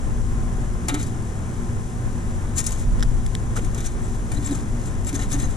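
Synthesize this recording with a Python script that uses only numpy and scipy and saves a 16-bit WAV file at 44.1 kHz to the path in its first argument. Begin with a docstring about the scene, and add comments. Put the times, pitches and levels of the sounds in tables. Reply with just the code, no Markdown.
"""A garden, at a kettle grill: steel tongs lift food off the grate, close to a small camera.
Noise shaped into knocks and scrapes rasps at the tips and rings the arms and bars; locked slides squeak.
The grate bounces as a wavering low tone with a thud. The camera's case ticks in short pings, and its mount
creaks in bands of noise. A distant machine hums in unsteady tones, over steady air noise, a fine hiss
and the low rumble of light wind on the microphone."""
import sys
import numpy as np
from scipy import signal
from scipy.fft import rfft, irfft
from scipy.io import wavfile
from scipy.ndimage import uniform_filter1d

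SR = 44100
rng = np.random.default_rng(int(sys.argv[2]) if len(sys.argv) > 2 else 0)


def generate_wav(sig):
    """Save sig (samples, or channels by samples) to the path in sys.argv[1] as 16-bit PCM at SR."""
    pcm = np.round(np.clip(np.atleast_2d(sig).T, -1, 1) * 32767).astype(np.int16)
    wavfile.write(sys.argv[1], SR, pcm)


N = 245195
TIME = np.arange(N) / SR  # s
RISE_SHARE = 0.202  # a knock builds up for this share of its decay time
BOUNCE_RISE_S = 0.019
EDGE_HZ = 15300  # upper band limit

# Levels are in dB; tongs, squeaks, grate, bounce and wind add a trim.
# Tips striking: t/s, level/dB, decay/s, share passed to the grate/dB
TIP_KNOCKS = [(0.883, -17.5, 0.0086, 2), (0.8926, -32.5, 0.0081, 14), (0.9427, -22, 0.0032, 6.5),
              (0.948, -23, 0.0038, -2), (1.027, -29, 0.009, -18), (2.5655, -26, 0.0036, -12),
              (2.572, -24, .003, -12), (2.578, -29, 0.005, -18), (2.6415, -24, 0.003, -21),
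              (2.6646, -16.5, 0.0065, -18), (2.673, -22, .003, -15), (2.6825, -27, 0.002, -12),
              (2.708, -22, 0.0016, -11), (2.7205, -24.5, 0.0042, -17), (2.7265, -21, 0.0015, -24),
              (3.5575, -27, 0.0018, -4), (3.563, -27, 0.015, -2), (3.622, -38, 0.0021, -2),
              (3.7457, -28.5, 0.005, -6), (3.777, -30.5, 0.0088, 0), (3.805, -28, 0.0024, -3),
              (4.3168, -27.5, 0.0038, 2.5), (4.449, -28, 0.0021, -8), (4.4745, -29, 0.0027, -8),
              (4.51, -31, 0.0023, -7), (4.549, -28.5, .005, -9), (4.815, -33, 0.0015, -14),
              (5.047, -28, 0.0018, -16), (5.0737, -32, 0.0053, -6), (5.128, -30, 0.0058, 1),
              (5.153, -26, 0.0036, -4), (5.1912, -30, 0.0039, 7), (5.2235, -30, 0.0038, 3),
              (5.332, -26, .003, -4), (5.343, -24, 0.0017, 0.5), (5.353, -38, 0.0029, 11),
              (5.402, -36, .003, -4), (5.429, -32, .003, 4)]
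# Tips sliding: middle t/s, level/dB, half length/s, share passed to the grate/dB
TIP_SCRAPES = [(0.954, -43, 0.044, 10.5), (1.005, -34.5, 0.019, 1.5), (1.063, -42.5, 0.025, 1),
               (2.592, -20.5, 0.015, -9), (2.683, -33.5, 0.05, -3.5), (2.806, -37, 0.023, -2),
               (3.645, -43.5, 0.025, 1.5), (3.833, -39, 0.055, 1), (3.865, -25, 0.0064, -4),
               (4.094, -46.5, 0.068, -2), (4.347, -39.5, 0.032, -1), (4.38, -49, .008, 8),
               (4.466, -35, 0.034, 1.5), (4.516, -46, .01, 4), (4.558, -38.5, 0.045, -1),
               (4.862, -43, 0.042, -4), (5.083, -31, 0.017, -2), (5.156, -28, 0.0091, -0.5),
               (5.218, -34.5, 0.025, 1), (5.33, -29, 0.019, -2), (5.414, -32.5, 0.032, -1),
               (5.512, -41, 0.031, 0)]
# Steel squeaking: middle t/s, level/dB, half length/s, f/Hz
STEEL_SQUEAKS = [(0.887, -29, 0.0032, 7040), (0.887, -31, 0.0047, 11150), (0.888, -37, 0.0037, 4500),
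                 (0.947, -40, 0.0033, 4500), (1.039, -45, .005, 4500), (2.583, -22.5, 0.013, 7240),
                 (2.667, -21, .002, 9400), (2.668, -35, 0.0034, 5320), (3.648, -42, .01, 9600),
                 (3.795, -49, 0.012, 3580), (3.868, -31, .005, 5800), (4.047, -36, 0.0083, 7700),
                 (4.324, -30.5, 0.004, 9600), (4.375, -43, 0.007, 3970), (4.461, -21, 0.0033, 7440),
                 (4.52, -45, .009, 3900), (4.543, -36, 0.024, 7520), (4.879, -38, 0.0079, 7550),
                 (5.076, -23, 0.0046, 7400), (5.161, -27.5, 0.0036, 6360), (5.2, -38, .009, 6600),
                 (5.222, -47, .005, 3000), (5.228, -44, .009, 2170), (5.335, -33, .007, 10720),
                 (5.336, -49, 0.0065, 3870), (5.339, -26, 0.0072, 6450), (5.42, -35, 0.0075, 7550),
                 (5.439, -39, .005, 1850), (5.44, -45, .006, 3970), (5.443, -34, 0.015, 6440)]
# Colour of steel on steel at the tips: f/Hz, level/dB
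TIP_COLOUR = [(400, -62), (1500, -16), (3000, -17), (4800, -13.5), (5300, -8), (5900, -3.5), (6600, -0.5),
              (7400, 5), (8200, -1), (9900, -1), (11300, -12), (14000, -17), (15500, -51)]
# Modes of the tongs' arms: f/Hz, level/dB, t60/s
ARM_MODES = [(4550, -7, 0.055), (5280, -17, 0.026), (5940, 0, 0.025), (6500, 11, 0.071), (6480, 14, 0.051),
             (6950, 10, 0.054), (6900, 1, 0.044), (7400, 14, 0.039), (7470, 9, 0.045), (7650, 6, 0.055),
             (8530, 5, .04), (9150, 3, 0.025), (9960, 9, 0.037), (10700, 2, .05)]
# Modes of the grate's bars: f/Hz, level/dB, t60/s
BAR_MODES = [(340, 0, 0.054), (399, 3.5, 0.15), (735, 0, 0.22), (871, 1, 0.1), (985, -3, 0.069),
             (1184, -9, 0.19), (1312, 7, 0.14), (1433, 3, 0.086), (1620, -3, 0.07), (1864, 5.5, 0.12),
             (2138, 6, 0.073), (2374, 7, 0.039), (2776, -3, 0.094), (2995, -4, 0.048), (3220, -7, 0.055),
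             (3460, -5, .045), (3600, 3.5, 0.037), (3900, 5, 0.04), (4100, -14, 0.02), (4450, -14, 0.03)]
# Dense clatter of the whole grate: f/Hz, level/dB
CLATTER_COLOUR = [(150, -62), (330, 1), (550, -5), (1000, -1.5), (1500, 4.5), (2200, 4), (2700, -6),
                  (3400, -1.5), (4200, -5), (4900, -19), (9000, -39)]
# Grate bouncing on its seat: t/s, level/dB, decay/s
GRATE_BOUNCES = [(0.91, -20, 0.068), (4.35, -24.5, 0.084), (4.488, -20.5, 0.036), (5.119, -24, 0.072),
                 (5.33, -25, 0.078)]
# Camera's case ticking: t/s, level/dB, knock f/Hz, then knock, panel, shell and snap level/dB
CASE_TICKS = [(2.996, -31.5, 1600, -5, 0, -1, 2), (3.0066, -27, 1600, -5, -6, -3, -6),
              (3.0263, -17.5, 1590, 0, -0.5, -0.5, -7), (3.0308, -17.5, 1570, -3.5, -4, -2, -5),
              (3.035, -28, 1600, 0, -3, 0, -2), (3.2636, -29.5, 1950, 0, 0, -1, 6),
              (3.2659, -35, 1950, -4, -2, 1, 10), (3.3515, -20.5, 1950, -2.5, 4.5, -3, 2.5)]
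# Camera's mount rubbing and bumping: middle t/s, level/dB, half length/s, f/Hz, width/Hz,
# pan/dB (added left, taken off right)
MOUNT_RUBS = [(3.122, -30.5, 0.0064, 147, 124, 12.5), (3.567, -29.5, 0.0025, 1420, 450, -4),
              (3.574, -38.5, 0.0071, 2380, 2600, -1), (3.5755, -32.5, 0.0033, 1230, 380, -6.5),
              (3.577, -41, 0.017, 596, 600, -5), (3.585, -30.5, 0.0058, 362, 218, -1),
              (3.586, -39, .003, 2200, 600, -1), (3.594, -35.5, 0.0033, 496, 300, -2),
              (3.595, -43, 0.0034, 2300, 1800, -4), (3.644, -33.5, 0.0062, 360, 120, 0)]
# Wavering tones of the distant machine: f/Hz, level/dB, pan/dB (added left, taken off right)
HUM_TONES = [(99.26, -36, 1.5), (120.45, -36, -0.5), (176.5, -47.5, 3), (233.2, -42, 0.5),
             (240.2, -40.5, 0.5), (357, -50.5, -3.5), (405.6, -54.5, -4.5), (758.5, -57.5, 5),
             (1003, -65, 8.5), (1043, -67, 7), (1046, -65, 14)]
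# Murmur of air and far traffic: f/Hz, level/dB per Hz
AIR_COLOUR = [(20, -46.5), (80, -50.5), (120, -50), (150, -55), (215, -55.5), (255, -70), (285, -60.5),
              (310, -63.5), (390, -66), (550, -70), (1000, -73.5), (1800, -77.5), (2700, -88), (6000, -115)]
# Fine hiss above the murmur: f/Hz, level/dB per Hz
HISS_COLOUR = [(1500, -105), (3300, -88.5), (4600, -94), (6000, -82.5), (7500, -78.5), (8100, -83.5),
               (10100, -84), (11300, -95.5), (13400, -101), (14600, -114)]
# Left-right likeness of air and hiss: f/Hz, likeness/0-1
AIR_LIKENESS = [(30, 0.32), (70, 1), (150, 0.72), (290, 1), (640, 0.28), (1300, 0.4), (2200, 0.4),
                (3200, 0.85), (7000, 0.52), (15000, 0)]
# Wind on the microphone: f/Hz, level/dB
WIND_COLOUR = [(5, -12), (12, 6), (30, 16.5), (55, 8.5), (90, -9), (160, -16.5), (400, -77), (1500, -82)]
# Strength of the breeze: t/s, level/dB
BREEZE_LEVEL = [(0.0, -30), (0.06, -23), (1.08, -29), (1.27, -38.5), (1.95, -29), (2.76, -27), (2.9, -16.5),
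                (3.47, -25), (5.23, -29.5), (5.31, -25.5), (5.53, -23), (5.56, -34)]
# Response of the right port: f/Hz, level/dB
RIGHT_PORT_COLOUR = [(30, -2), (300, -0.5), (5200, -0.5), (6000, -8.5), (7000, -13), (8500, -10),
                     (10200, -12.5), (14000, -7)]
# Lag of the right port behind the left: f/Hz, phase/rad
RIGHT_PORT_LAG = [(300, 0), (700, .5), (1400, 1.68), (2200, 2), (3200, 0.88), (5700, 0), (7300, -2.5),
                  (9000, -2), (15000, -2.5)]


def tongs(strength, rasp_db=-1.0, ring_db=-6):
    """The tips rasp directly and set the arms ringing."""
    friction = flecks(pair(0.6), depth_db=3, count=9, size=2)
    force = friction * slips(grain_db=-2.0, rate_hz=120)
    rasp = colour(force * strength, TIP_COLOUR) / np.std(colour(force[0], TIP_COLOUR))
    arms = ring(rng.standard_normal(N) * strength, ARM_MODES, spread=0.65)
    return amp(rasp_db) * rasp + amp(ring_db) * arms


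def contact():
    """Strength of the rubbing over time, at the tips and as passed into the grate: powers add."""
    grit = catches()
    tip_power, grate_power = np.zeros(N), np.zeros(N)
    for s, db, decay, grate_db in TIP_KNOCKS:
        strength = amp(db) * blow(TIME - s, RISE_SHARE * decay, decay)
        tip_power += strength ** 2
        grate_power += (strength * amp(grate_db)) ** 2
    for s, db, half, grate_db in TIP_SCRAPES:
        strength = amp(db) * grit * stroke(TIME - s, half)
        tip_power += strength ** 2
        grate_power += (strength * amp(grate_db)) ** 2
    return np.sqrt(tip_power), np.sqrt(grate_power)


def blow(t, rise, decay):
    """Strength after a blow: a straight rise, then dying away."""
    age = np.maximum(t, 0)
    return np.minimum(age / rise, 1) * np.exp(-np.clip((age - rise) / decay, 0, 20))


def stroke(t, half):
    """Pressure swelling and easing during one slide."""
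    return np.exp(-np.minimum((t / half) ** 2 / 2, 20))


def catches(per_s=100, catch_db=10, decay_s=0.0017):
    """The tips catch on burnt crust at random moments: tiny ticks within a slide, of mean power 1."""
    kicks = (rng.random(N) < per_s / SR) * rng.uniform(0.14, 1, N)
    dying = signal.lfilter([1], [1, -np.exp(-1 / (decay_s * SR))], kicks)
    power = 1 + amp(catch_db) ** 2 * dying
    return unit(np.sqrt(power))


def slips(grain_db, rate_hz, size=200):
    """Stick and slip break the rubbing into grains; the power averaged over size samples stays level."""
    grains = amp(grain_db * drift(rate_hz))
    return grains / np.sqrt(uniform_filter1d(grains ** 2, size))


def flecks(x, depth_db, count, size):
    """As the contact moves, energy rings out in changing spectral patches, count frames by size bins."""
    z = signal.stft(x, nperseg=512, noverlap=384)[2]
    patches = uniform_filter1d(rng.standard_normal(z.shape[1:]), size=count, axis=1)
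    patches = unit(uniform_filter1d(patches, size=size, axis=0))
    gain = amp(depth_db * np.clip(patches, -2, 2))
    gain /= np.sqrt(uniform_filter1d(gain ** 2, size=11, axis=0))  # evens out the local energy
    return signal.istft(z * gain, nperseg=512, noverlap=384)[1][:, :N]


def squeaks(level_db=-2, wander_hz=70, flutter_db=3, slide_hz=7480, slide_db=-11):
    """Friction locks onto one mode of the steel, which sings unsteadily: loud squeaks, fainter slides."""
    out = np.zeros(N)
    wander = wander_hz * drift(246)
    flutter = unit(amp(flutter_db * drift(200)))
    slides = [(s, db + slide_db, half, slide_hz) for s, db, half, _ in TIP_SCRAPES]
    for s, db, half, hz in STEEL_SQUEAKS + slides:
        near = abs(TIME - s) < 4 * half
        phase = 2 * np.pi * np.cumsum(hz + wander[near]) / SR
        tone = unit(flutter[near] * np.sin(phase))
        out[near] += amp(db) * stroke(TIME[near] - s, half) * tone
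    return amp(level_db) * out


def grate(strength, bars_db=-10.0, blow_db=26.5, push_hz=1500, clatter_db=-9.5, clatter_t60=0.092):
    """Rubbing rings all the bars' modes, a blow shoves mainly the low ones, over a short dense clatter."""
    blows = np.zeros(N)
    for s, db, decay, grate_db in TIP_KNOCKS:
        peak = round((s + RISE_SHARE * decay) * SR)
        blows[peak] = amp(blow_db + db + grate_db)
    push = signal.sosfilt(signal.butter(3, push_hz, fs=SR, output="sos"), blows)
    bars = ring(strength * rng.standard_normal(N) + push, BAR_MODES, spread=0.9)
    hold = amp(-120 / (clatter_t60 * SR))  # power kept per sample: 60 dB lost in clatter_t60 seconds
    lingering = np.sqrt(signal.lfilter([1 - hold], [1, -hold], strength ** 2))
    jangle = flecks(pair(1.0), depth_db=5, count=10, size=2)
    clatter = lingering * unit(colour(jangle, CLATTER_COLOUR))
    return amp(bars_db) * bars + amp(clatter_db) * clatter


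def bounce(hz=286, wander_hz=7, level_db=-2, thud_db=-10, thud_hz=280, thud_width_hz=100):
    """A shove swings the grate's lowest mode, unsettled by the tongs' load; its seat thuds dully."""
    phase = 2 * np.pi * np.cumsum(hz + wander_hz * drift(26.4)) / SR
    swing = sum(amp(db) * blow(TIME - s, BOUNCE_RISE_S, decay) for s, db, decay in GRATE_BOUNCES)
    thud = resonate(rng.standard_normal(N), thud_hz, thud_width_hz)
    thud = unit(resonate(thud, thud_hz, thud_width_hz))
    return swing * amp(level_db) * (np.sin(phase) + amp(thud_db) * thud)


def ticks(knock_s=0.00043, knock_pan_db=-3, panel_hz=3500, panel_s=0.00025,
          shell_hz=5400, shell_s=0.00027, snap_hz=7450, snap_s=0.00037,
          edge_hz=9900, edge_s=0.00015, rattle_db=-20, hollow_hz=2650, hollow_width_hz=600):
    """The plastic case rings briefly: hollow knock, panel, shell, bright snap and a faint rattle."""
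    out = np.zeros((2, N))
    t = TIME[:SR // 20]

    def ping(hz, peak_s):
        """A resonance that swells until peak_s and dies at once."""
        return t / peak_s * np.exp(1 - t / peak_s) * np.sin(2 * np.pi * hz * t)

    snap = ping(snap_hz, snap_s) - ping(edge_hz, edge_s)
    settling = np.exp(-t / 0.007)
    for s, db, knock_hz, knock_db, panel_db, shell_db, snap_db in CASE_TICKS:
        knock_gain = amp([[knock_db + knock_pan_db], [knock_db - knock_pan_db]])
        knock = knock_gain * ping(knock_hz, knock_s)
        body = amp(panel_db) * ping(panel_hz, panel_s) + amp(shell_db) * ping(shell_hz, shell_s)
        rattle = unit(resonate(rng.standard_normal((2, len(t))), shell_hz, 4000)) * settling
        # the knock is subtracted; the notch below hollows the sound between knock and panel
        tick = body - knock + amp(snap_db) * snap + amp(rattle_db) * rattle
        out[:, round(s * SR):][:, :len(t)] += amp(db) * tick
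    return signal.lfilter(*signal.iirnotch(hollow_hz, hollow_hz / hollow_width_hz, SR), out)


def rubs():
    """Short dull creaks and bumps carried through the camera's mount: swelling bands of noise."""
    out = np.zeros((2, N))
    for s, db, half, hz, width_hz, pan_db in MOUNT_RUBS:
        near = abs(TIME - s) < 0.1
        edges = [max(hz - width_hz / 2, 20), hz + width_hz / 2]
        band = signal.butter(3, edges, "bandpass", fs=SR, output="sos")
        noise = signal.sosfilt(band, rng.standard_normal(near.sum()))
        swell = stroke(TIME[near] - s, half)
        creak = unit(noise * swell) * np.sqrt(np.mean(swell ** 2))
        out[:, near] += amp([[db + pan_db], [db - pan_db]]) * creak
    return out


def hum(waver=0.1013, flutter_db=2.0):
    """Motor and fan tones, each wavering in pitch and level on its way through the air."""
    out = np.zeros((2, N))
    for hz, db, pan_db in HUM_TONES:
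        phase = 2 * np.pi * np.cumsum(hz + waver * np.sqrt(hz) * drift(6.0)) / SR
        tone = unit(np.sin(phase) * amp(flutter_db * drift(3.7)))
        out += amp([[db + pan_db], [db - pan_db]]) * tone
    return out


def outdoors(swell_db=0.87, fizz_db=0.6, wind_db=1, wind_pan_db=0.75):
    """Gently swelling air and fizzing hiss, and a breeze of low noise that buffets the two ports."""
    likeness = read(AIR_LIKENESS, np.fft.rfftfreq(N, 1 / SR))
    air = colour(pair(likeness), AIR_COLOUR) * amp(swell_db * drift(12.0))
    hiss = colour(pair(likeness), HISS_COLOUR) * amp(fizz_db * drift(200))
    breeze_db = np.interp(TIME, *np.transpose(BREEZE_LEVEL))
    wind = unit(colour(pair(0.3), WIND_COLOUR)) * amp(wind_db + breeze_db)
    per_hz = np.sqrt(SR / 2)  # white noise of rms 1 spreads over SR / 2
    return per_hz * (air + hiss) + wind * amp([[wind_pan_db], [-wind_pan_db]])


def ring(force, modes, spread):
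    """Decaying modes of total energy 1; each reaches the right port with its own phase."""
    t = TIME[:SR // 3]
    body = 0
    for hz, db, t60 in modes:
        lag = np.array([[0], [spread * rng.uniform(-1, 1)]])
        body = body + amp(db) * unit(amp(-60 * t / t60) * np.sin(2 * np.pi * hz * t + lag))
    return signal.oaconvolve(force[None], body / np.linalg.norm(body[0]), axes=1)[:, :N]


def resonate(x, hz, width_hz):
    """One resonance of gain 1."""
    return signal.lfilter(*signal.iirpeak(hz, hz / width_hz, SR), x)


def pair(likeness):
    """White noise at two ports, alike by the given share."""
    left, other = rng.standard_normal((2, N))
    c = np.clip(likeness, -1, 1)
    right = irfft(c * rfft(left) + np.sqrt(1 - c ** 2) * rfft(other), N)
    return np.array([left, right])


def drift(rate_hz):
    """Slow random motion of rms 1, drawn on a coarse time grid."""
    t = np.linspace(0, TIME[-1], 1024 if rate_hz < 20 else 32768)
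    lowpass = np.exp(-(np.fft.rfftfreq(len(t), t[1]) / rate_hz) ** 2)
    smooth = irfft(rfft(rng.standard_normal(len(t))) * lowpass)
    return np.interp(TIME, t, unit(smooth))


def colour(x, points):
    """Filters by a table of f/Hz, level/dB."""
    size = x.shape[-1]
    return irfft(rfft(x) * amp(read(points, np.fft.rfftfreq(size, 1 / SR))), size)


def read(points, hz):
    """Reads a table on a log-frequency axis."""
    f, value = np.transpose(points)
    return np.interp(np.log(hz + 1), np.log(f + 1), value)


def unit(x):
    """Scales to rms 1."""
    return x / np.sqrt(np.mean(x ** 2) + 1e-20)


def amp(db):
    """Decibels to gain."""
    return 10 ** (np.asarray(db) / 20)


def scene():
    """Tongs and grate, then the camera's own noises, over the garden background."""
    at_tips, at_grate = contact()
    grill = tongs(at_tips) + squeaks() + grate(at_grate) + bounce()
    camera = ticks() + rubs()
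    return grill + camera + hum() + outdoors()


def record(dry):
    """The right port is duller and shifted in phase; then the band limit."""
    lag = read(RIGHT_PORT_LAG, np.fft.rfftfreq(N, 1 / SR))
    right = irfft(rfft(colour(dry[1], RIGHT_PORT_COLOUR)) * np.exp(-1j * lag), N)
    lowpass = signal.firwin(511, EDGE_HZ, window=("kaiser", 9), fs=SR)
    return signal.oaconvolve(np.array([dry[0], right]), lowpass[None], "same")


dry = scene()
out = record(dry)
generate_wav(out)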